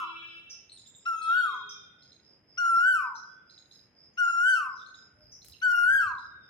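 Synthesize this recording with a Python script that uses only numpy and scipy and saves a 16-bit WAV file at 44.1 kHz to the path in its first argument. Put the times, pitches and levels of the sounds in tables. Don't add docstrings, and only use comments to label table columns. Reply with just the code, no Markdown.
import sys
import numpy as np
from scipy import signal
from scipy.io import wavfile
from scipy.ndimage import uniform_filter1d

SR = 44100
rng = np.random.default_rng(int(sys.argv[2]) if len(sys.argv) > 2 else 0)


def gain_from_decibels(decibels):
    exponent = np.asarray(decibels, float) / 20
    return 10 ** exponent


def transcribe(u):
    v = np.clip(np.atleast_2d(u).T, -1, 1)
    q = np.round(v * 32767).astype(np.int16)
    wavfile.write(sys.argv[1], SR, q)


N = 286246
LEAD = 22050


def evened(x):
    return x / np.sqrt(np.mean(x ** 2) + 1e-20)


def drift(length, span):
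    once = uniform_filter1d(rng.standard_normal(length), span)
    return evened(uniform_filter1d(once, span))


def read(points, hz):
    f, value = np.transpose(points)
    return np.interp(np.log(hz + 1), np.log(f + 1), value)


def curves(rows, smooth=1):
    s, *columns = np.transpose(rows)
    t = np.arange(s[0], s[-1], 1 / SR)
    return [uniform_filter1d(np.interp(t, s, c), smooth, mode="nearest") for c in columns]


def swells(rows, calm_db):
    t = np.arange(N) / SR
    bells = sum(gain_from_decibels(db) * np.exp(-((t - s) / width) ** 2) for s, db, width in rows)
    return 20 * np.log10(gain_from_decibels(calm_db) + bells)


def add(mix, s, sound, pan_db=0):
    part = mix[:, LEAD + round(s * SR):][:, :len(sound)]
    part += gain_from_decibels([[pan_db / 2], [-pan_db / 2]]) * sound[:part.shape[1]]


def stack(hz, orders, wobble=0.):
    turns = np.cumsum(hz * (1 + wobble * drift(len(hz), 500))) / SR
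    tone = 0
    for k, db in orders:
        audible = k * hz < 20000
        tone = tone + gain_from_decibels(db) * audible * np.sin(2 * np.pi * (k * turns + rng.random()))
    count = np.arange(len(hz))
    fade = np.clip(np.minimum(count, count[::-1]) / 300, 0, 1)
    return np.sqrt(2) * tone * fade


def noise(colour, level_db, same, patchy_db):
    frames, hz = N // 256 + 5, np.fft.rfftfreq(1024, 1 / SR)
    a, b, c, d, patches = rng.standard_normal((frames, 513, 5), dtype=np.float32).T
    patches = evened(uniform_filter1d(uniform_filter1d(patches, 10, 0), 14, 1))
    same = np.clip(same * np.ones(513), 0, 1)[:, None]
    left = a + 1j * b
    right = same * left + np.sqrt(1 - same ** 2) * (c + 1j * d)
    z = np.array([left, right], dtype=np.complex64)
    tone_db = read([(0.81, -96.5)] + colour + [(17000, -96.5)], hz)[:, None]
    z *= gain_from_decibels(tone_db + patchy_db * patches)
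    sound = signal.istft(z, nperseg=1024, noverlap=768)[1][:, :N]
    return gain_from_decibels(level_db) * evened(sound)


# frequency_hz, t60_s
YARD_DECAY = [(300, 0.6), (1000, 0.51), (1500, 1), (3000, 0.94), (5000, 1), (8000, 1), (14000, 0.31)]


def yard(x, walls, direct_db, tail_db, gap=0.0022, lag=0, dull=.0, reach=1):
    taps = np.zeros((2, SR))
    at = np.arange(0, SR - 20, 20) + rng.integers(0, 20, (2, SR // 20 - 1))
    np.put_along_axis(taps, at, rng.choice([-1., 1.], at.shape), 1)
    hz, t, z = signal.stft(taps, SR, nperseg=256)
    decay = gain_from_decibels(-60 * t / reach / read(YARD_DECAY, hz)[:, None])
    reply = signal.istft(z * decay * np.clip(t / gap, 0, 1), SR, nperseg=256)[1]
    reply *= gain_from_decibels(tail_db) / np.linalg.norm(reply[0])
    for s, *db in walls:
        reply[:, round(s * SR)] += gain_from_decibels(db)
    reply = signal.lfilter([(1 - dull) ** 2], [1, -2 * dull, dull ** 2], reply)
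    reply[[0, 1], [0, lag]] += gain_from_decibels(direct_db)
    return signal.fftconvolve(np.float32(x), np.float32(reply), axes=1)[:, LEAD:LEAD + N]


# frequency_hz, density_db (per Hz)
TOWN_COLOUR = [(30, -31.5), (50, -17.5), (75, 2.5), (130, 4.5), (250, 2.5), (550, -3), (1100, -11),
               (2100, -9.5), (3300, -18), (4500, -44.5), (6000, -29.5), (7500, -45), (11000, -40),
               (15500, -46.5)]
# frequency_hz, coherence (0 to 1)
TOWN_LIKENESS = [(30, .8), (100, .92), (250, .8), (600, .6), (2000, .4), (8000, .3)]


def town_hum():
    hz = np.fft.rfftfreq(1024, 1 / SR)
    return noise(TOWN_COLOUR, -68.5, read(TOWN_LIKENESS, hz), patchy_db=1)


# start_s, peak_db, left_right_db
SNAPS = [
    (0.0024, -46, 5.5),
    (5.4467, -38, -5),
    (5.4511, -42, -6.5),
    (5.4597, -48.5, -12.5),
    (5.4843, -40, 11.5),
    (5.4974, -43.5, 4.5),
    (5.5106, -44.5, -9),
]


def rustle():
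    mix, t = np.zeros((2, LEAD + N)), np.arange(5000) / SR
    for s, db, pan_db in SNAPS:
        tick_and_puff = gain_from_decibels(-60 * t / 0.0053) + gain_from_decibels(-12.0 - 60 * t / 0.14)
        crackle = rng.standard_normal(len(t)) * tick_and_puff
        add(mix, s, gain_from_decibels(db - 11.5) * signal.lfilter([1, .2, -.7], [1], crackle), pan_db)
    return mix[:, LEAD:]


# start_s, pitch_hz, level_db
HORN_LOW = [(-.4, 336.6, -67.5), (.1, 333.3, -55), (.3, 334.3, -55.5), (.4, 333.5, -70), (.46, 331, -75)]
# multiple, level_db
LOW_REED = [(1, -6.5), (5, -12.5), (7, 0.5), (8, 9.5), (9, 2), (10, -2), (11, -7), (12, -10.5), (16, -20.5),
            (19, -28), (22, -39), (25, -38), (28, -38.5)]
# start_s, pitch_hz, level_db
HORN_HIGH = [(1.13, 394, -67), (1.2, 414.5, -61.5), (1.3, 412.9, -50), (1.4, 405.7, -52), (1.6, 413.4, -53),
             (1.8, 399, -62.5), (1.9, 402, -89.5), (1.96, 395, -88.5)]
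# multiple, level_db
HIGH_REED = [(1, -5.5), (6, -11), (8, 0.5), (9, 0.5), (10, -18)]
# start_s, pitch_hz, level_db
WHINES = [
    [(5.12, 9400, -95), (5.2, 11400, -88), (5.3, 12800, -90), (5.45, 14200, -92)],
    [(5.3, 11500, -88), (5.45, 12300, -85), (5.5, 12500, -92)],
    [(3.26, 3440, -84), (3.32, 3430, -77), (3.45, 3420, -79)],
    [(5.15, 600, -76), (5.22, 610, -60), (5.32, 600, -76)],
    [(4.0, 500, -82), (4.08, 510, -72), (4.17, 500, -82)],
]


def far_tones():
    mix = np.zeros((2, LEAD + N))
    flutter_db = 2.5
    for rows, reed in ((HORN_LOW, LOW_REED), (HORN_HIGH, HIGH_REED)):
        hz, db = curves(rows)
        partials = [(k, level + flutter_db * drift(len(hz), 1500)) for k, level in reed]
        add(mix, rows[0][0], gain_from_decibels(db) * stack(hz, partials, wobble=.005))
    for rows in WHINES:
        hz, db = curves(rows)
        add(mix, rows[0][0], gain_from_decibels(db) * stack(hz, [(1, 0.0079)], wobble=0.0086))
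    return yard(mix, [], -7.5, tail_db=-2.5, reach=.95)


# frequency_hz, half_width_hz, level_db
WINDPIPE = [(2230, 450, -30), (2833, 500, -23), (4500, 130, -28), (5400, 280, -22.5), (6940, 800, -31),
            (10280, 740, -35.5), (12100, 350, -43), (14000, 700, -51)]


def windpipe(hz):
    gain = sum(gain_from_decibels(db) / np.sqrt(1 + ((hz - peak_hz) / width) ** 4) for peak_hz, width, db in WINDPIPE)
    return 20 * np.log10(gain)


OVERTONES_DB = [0, -4.5, -4.5, 3.5, -4, 1, -0.5, -5.5, -8.5]


def koel_call(crest, low_hz, crest_hz, length, breath, factor=1):
    first, dip, second, over, bright_db = breath
    fall_share = (length - crest) / .22
    effort_db, open_db = curves([
        (0, -47, over - 4),
        (0.015, -27, over + 12.5),
        (.048, first, over - 5.5),
        (.15, dip, over),
        (.25, second, over - 1.5),
        (crest, second, over + 6),
        (crest + 0.08, second - 5, over + .1),
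        (length - .048 * fall_share ** 2, second - 11.5, over - 3),
        (length, -74, over - 50)], 200)
    t = np.arange(len(open_db)) / SR
    past = t - crest

    climb = np.exp(-(past / .0765) ** 2)
    fall = 4.5 * min(fall_share, 1) * past ** 2 / (past ** 2 + .127 ** 2)
    share = np.where(past < 0, climb, 1 - fall)
    share += 1.04 * np.exp(-t / .044) - 1.6 * np.exp(-t / .0088)
    share -= 27 * (length - crest - .2) * np.exp((t - length) / .025)
    hz = factor * (low_hz + (crest_hz - low_hz) * share)

    late_db = -30 * np.clip(1 - t / 0.034, 0, 1)
    closing_db = -27 * np.clip(1 - hz / np.median(hz), 0, 1) / .3 * (t > .1)
    strain_db = -(np.clip(share, -1, 1) - .5)
    overtones = []
    for k, db in enumerate(OVERTONES_DB, 2):
        turning_db = 3 * (drift(len(hz), 2500) + 1.1 * drift(len(hz), 500))
        level = db + windpipe(k * hz) + turning_db
        level = level + late_db * (k not in (2, 4)) + closing_db * (.4 if k == 2 else 1.25)
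        overtones.append((k, level + max(k - 6, 0) * (bright_db + strain_db)))

    band = signal.butter(2, [1800, 3200], "band", fs=SR, output="sos")
    rasp = signal.sosfilt(band, rng.standard_normal(len(t)))
    rasp *= gain_from_decibels(-41 - 60 * abs(t - .008) / 0.097)
    whistle = gain_from_decibels(effort_db) * stack(hz, [(1, 0.012)])
    return whistle, gain_from_decibels(open_db) * stack(hz, overtones) + rasp


# start_s, crest_after_s, low_hz, crest_hz, length_s
KOEL_CALLS = [
    (1.052, .338, 1294, 1484, .538),
    (2.571, .324, 1349, 1539, .569),
    (4.171, .332, 1367, 1546, .549),
    (5.614, .338, 1406, 1626, .556),
]
# first_note_db, dip_db, second_note_db, overtones_db, brightness_db (per multiple)
BREATHS = [
    (-26.5, -37, -22, -34, 2.2),
    (-23.5, -23, -20.5, -28, 0.6),
    (-19, -29.5, -21, -27.5, -0.2),
    (-20, -23, -20.5, -27, 1.9),
]
# shift_s, pitch_factor, level_db
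EARLIER_CALL = (-1.5, 0.95, -1)
# delay_s, left_db, right_db
WHISTLE_WALLS = [(.006, -20, -13), (.031, -19, -16), (.072, -10.5, -16), (.09, -19, -20)]
# delay_s, left_db, right_db
BEAM_WALLS = [(.006, -18, -12), (.031, -16, -15), (.066, -19, -19), (.072, -16, -17), (.079, -20, -18)]


def koel():
    whistle, beam = np.zeros((2, 2, LEAD + N))
    shift, factor, db = EARLIER_CALL
    earlier = koel_call(*KOEL_CALLS[0][1:], BREATHS[0], factor)
    calls = [(KOEL_CALLS[0][0] + shift, gain_from_decibels(db) * np.array(earlier))]
    calls += [(s, koel_call(*call, breath)) for (s, *call), breath in zip(KOEL_CALLS, BREATHS)]
    for s, (low, high) in calls:
        add(whistle, s, low)
        add(beam, s, high)
    wet = yard(whistle, WHISTLE_WALLS, [-9., -12.], tail_db=-15, gap=.09, lag=7, dull=.3)
    high_pass = signal.butter(6, 1230, "high", fs=SR, output="sos")
    clear = signal.sosfiltfilt(high_pass, whistle[0])
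    wet += gain_from_decibels([[-1.5], [-5.]]) * np.array([clear[LEAD:], clear[LEAD - 7:-7]])
    return wet + yard(beam, BEAM_WALLS, [-.5, -8.], tail_db=-13, gap=.02, lag=9, dull=.14, reach=.4)


# delay_s, left_db, right_db
NEAR_WALLS = [(0.01, -15, -2.5), (.025, -20, -9.5), (0.045, -15.5, -2.5), (.079, -31, -5)]
# wing_hz, trill_middle_s, trill_period_s, strokes_per_s
CRICKET = (5070, 2.055, .2465, 57.5)
# time_s, level_db
CRICKET_LEVEL = [(0, -71), (.9, -69), (1.3, -74), (2.1, -65.5), (3.3, -65.5), (4.3, -62), (5.1, -64),
                 (6.49, -67.5)]


def cricket():
    hz, middle, period, strokes = CRICKET
    t = np.arange(-LEAD, N) / SR
    trill = np.clip(np.cos(2 * np.pi * (t - middle) / period) + .72, 0, 1.3)
    jitter = evened(uniform_filter1d(rng.standard_normal(len(t)), 2000))
    phase = strokes * t + 0.16 * jitter
    stroke = np.maximum(np.sin(2 * np.pi * phase) + 0.15, 0)
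    wing = np.sin(2 * np.pi * np.cumsum(hz + 75 * drift(len(t), 80)) / SR)
    level_db = np.interp(t, *np.transpose(CRICKET_LEVEL))
    song = gain_from_decibels(level_db) * evened(trill * stroke * wing)
    return yard(np.array([song, song]), NEAR_WALLS[:2], [-3., -2.], tail_db=-9, gap=.005, lag=3)


# middle_s, level_db, half_width_s
STIRS = [
    (.35, -90.5, 0.39),
    (1.5, -85.5, .1),
    (3.76, -83, 0.082),
    (4.43, -86, .15),
    (5.56, -77, 0.14),
]
# frequency_hz, density_db (per Hz)
LEAF_COLOUR = [(6000, -20), (9000, -7.5), (11000, 2), (13000, -8), (15500, -13)]


def leaf_hiss():
    return noise(LEAF_COLOUR, swells(STIRS, -101), .4, patchy_db=3)


def note(hz0, hz1, length):
    u = np.arange(0, 1, 1 / (length * SR))
    hz = hz1 + (hz0 - hz1) * (1 - u) ** 2.9
    return np.sin(2 * np.pi * np.cumsum(hz) / SR) * np.sin(np.pi * u ** 0.87)


# centre_start_hz, centre_end_hz, swing_start_hz, swing_end_hz, turns_per_s
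WARBLE = (5730, 5565, 780, 334, 168)


def tweet(length):
    u = np.arange(0, 1, 1 / (length * SR))
    centre0, centre1, swing0, swing1, turns = WARBLE
    settle = np.clip((u - .4) / 0.41, 0, 1)
    centre = centre0 + (centre1 - centre0) * settle
    swing = swing0 + (swing1 - swing0) * settle
    hz = centre - swing * np.cos(2 * np.pi * turns * u * length)
    angle = 2 * np.pi * np.cumsum(hz) / SR
    voice = np.sin(angle) + gain_from_decibels(-31.5) * np.sin(2 * angle)
    return voice * np.sin(np.pi * u ** 2.4)


# start_s, peak_db, pitch_hz, left_right_db
CHIPS = [(0.6977, -47, 4135, 7), (0.7201, -44, 4200, -1), (0.775, -47.5, 3806, 2), (0.796, -47, 4065, 1),
         (0.863, -50, 3660, -2), (0.9502, -52, 3700, -7), (1.0565, -51, 3860, 2), (1.2204, -43, 4230, -2),
         (2.0248, -54, 4160, 1.5), (2.121, -50, 4050, -5), (3.157, -49.5, 4136, -2),
         (3.4999, -51, 4130, -9), (3.5798, -46.5, 3980, -2), (3.714, -48, 4010, -5.5),
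         (4.777, -57.5, 4070, 2), (4.798, -53, 3770, 4), (4.819, -48, 3690, 1), (4.864, -48, 4160, 3),
         (4.946, -46, 3840, -1.5), (5.4201, -49, 4130, -3), (5.524, -47.5, 4050, -6.5),
         (6.0737, -54, 4290, -13), (6.1845, -47.5, 3990, -6)]
# start_s, peak_db, end_hz, left_right_db
SLURS = [
    (0.72, -56, 9060, -6.5),
    (0.775, -60.5, 7230, -6),
    (0.864, -54.5, 7530, -5),
    (.952, -54, 7620, 0.5),
    (1.222, -55.5, 9340, -3),
]
# start_s, peak_db, end_hz, left_right_db
TICKS = [(1.541, -63, 6530, -8.5), (2.027, -65.5, 6450, -4.5), (2.125, -63, 6540, -4),
         (3.505, -64.5, 6480, -3), (3.583, -60, 6730, -3), (3.717, -61, 6590, -2.5), (4.135, -70, 6520, -4),
         (4.868, -62, 6540, 0.5), (4.949, -60, 6790, -2.5), (5.425, -65.5, 6370, -16),
         (5.527, -62.5, 6500, 1), (6.08, -70, 6330, -16), (6.187, -66.5, 6390, 3)]
# start_s, peak_db, length_s, left_right_db
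TWEETS = [
    (0.489, -42, 0.028, -4),
    (1.686, -40.5, 0.017, -2),
    (3.136, -50, 0.038, -1),
    (4.743, -59, 0.033, 1),
    (5.309, -47, 0.026, 2.5),
]
# start_s, peak_db, start_hz, end_hz, length_s
DROOP = (6, -70.5, 4097.5, 3492, 1.2)


def small_birds():
    chips, slurs = np.zeros((2, 2, LEAD + N))
    for s, db, hz, pan_db in CHIPS:
        add(chips, s - .002, gain_from_decibels(db) * note(0.88 * hz, 1.021 * hz, 0.0049), pan_db)
        add(slurs, s, gain_from_decibels(db - 26.5) * note(1.5 * hz, 2.12 * hz, 0.0047))
    add(chips, 5.538, gain_from_decibels(-53.5) * note(3500, 2660, .008))
    add(slurs, DROOP[0], gain_from_decibels(DROOP[1]) * note(*DROOP[2:]))
    for s, db, hz, pan_db in SLURS:
        from_hz, slur_s = .83 * hz, .02
        add(slurs, s, gain_from_decibels(db) * note(from_hz, hz, slur_s), pan_db)
        add(slurs, s, gain_from_decibels(db - 18.5) * (hz < 8000) * note(2 * from_hz, 2 * hz, slur_s))
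    for s, db, hz, pan_db in TICKS:
        from_hz, tick_s = 6250, .011
        add(slurs, s, gain_from_decibels(db) * note(from_hz, hz, tick_s), pan_db)
        add(slurs, s, gain_from_decibels(db - 21.5) * note(2 * from_hz, 2 * hz, tick_s))
    for s, db, length, pan_db in TWEETS:
        add(slurs, s, gain_from_decibels(db) * tweet(length), pan_db)
    wet_chips = yard(chips, NEAR_WALLS, 0.5, tail_db=-0.5, lag=2, reach=0.46)
    return wet_chips + yard(slurs, NEAR_WALLS[:2], 1.4, tail_db=3.5, gap=0.015, lag=5, reach=0.43)


# middle_s, level_db, half_width_s
GUSTS = [
    (2.77, -64.5, 0.049),
    (2.95, -68, 0.048),
    (4.4, -68, 0.047),
    (5.22, -64, 0.093),
    (5.52, -67, 0.15),
    (6.03, -59.5, 0.22),
    (6.4, -72, 0.13),
]
# frequency_hz, density_db (per Hz)
WIND_COLOUR = [(25, -37), (45, -19.5), (75, 4), (130, -7), (220, -19), (350, -31.5), (700, -52)]


def wind():
    return noise(WIND_COLOUR, swells(GUSTS, -80.5), .85, patchy_db=2)


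# middle_s, level_db
KNOCKS = [
    (2.77, -53.5),
    (2.95, -64),
]


def hand_knocks():
    band = signal.butter(1, [173, 346], "band", fs=SR, output="sos")
    thud = evened(signal.sosfilt(band, rng.standard_normal(N)))
    return thud * gain_from_decibels(swells([(s, db, 0.01) for s, db in KNOCKS], -120))


def scene():
    steady = town_hum() + rustle() + far_tones()
    animals = koel() + cricket() + small_birds()
    return steady + animals + leaf_hiss() + wind() + hand_knocks()


def roll_off(x):
    return signal.sosfilt(signal.butter(12, 15800, fs=SR, output="sos"), x)


def record(dry):
    high_pass = signal.butter(3, 52, "high", fs=SR, output="sos")
    ports = signal.sosfilt(high_pass, dry)
    return roll_off(ports)


dry = scene()
out = record(dry)
transcribe(out)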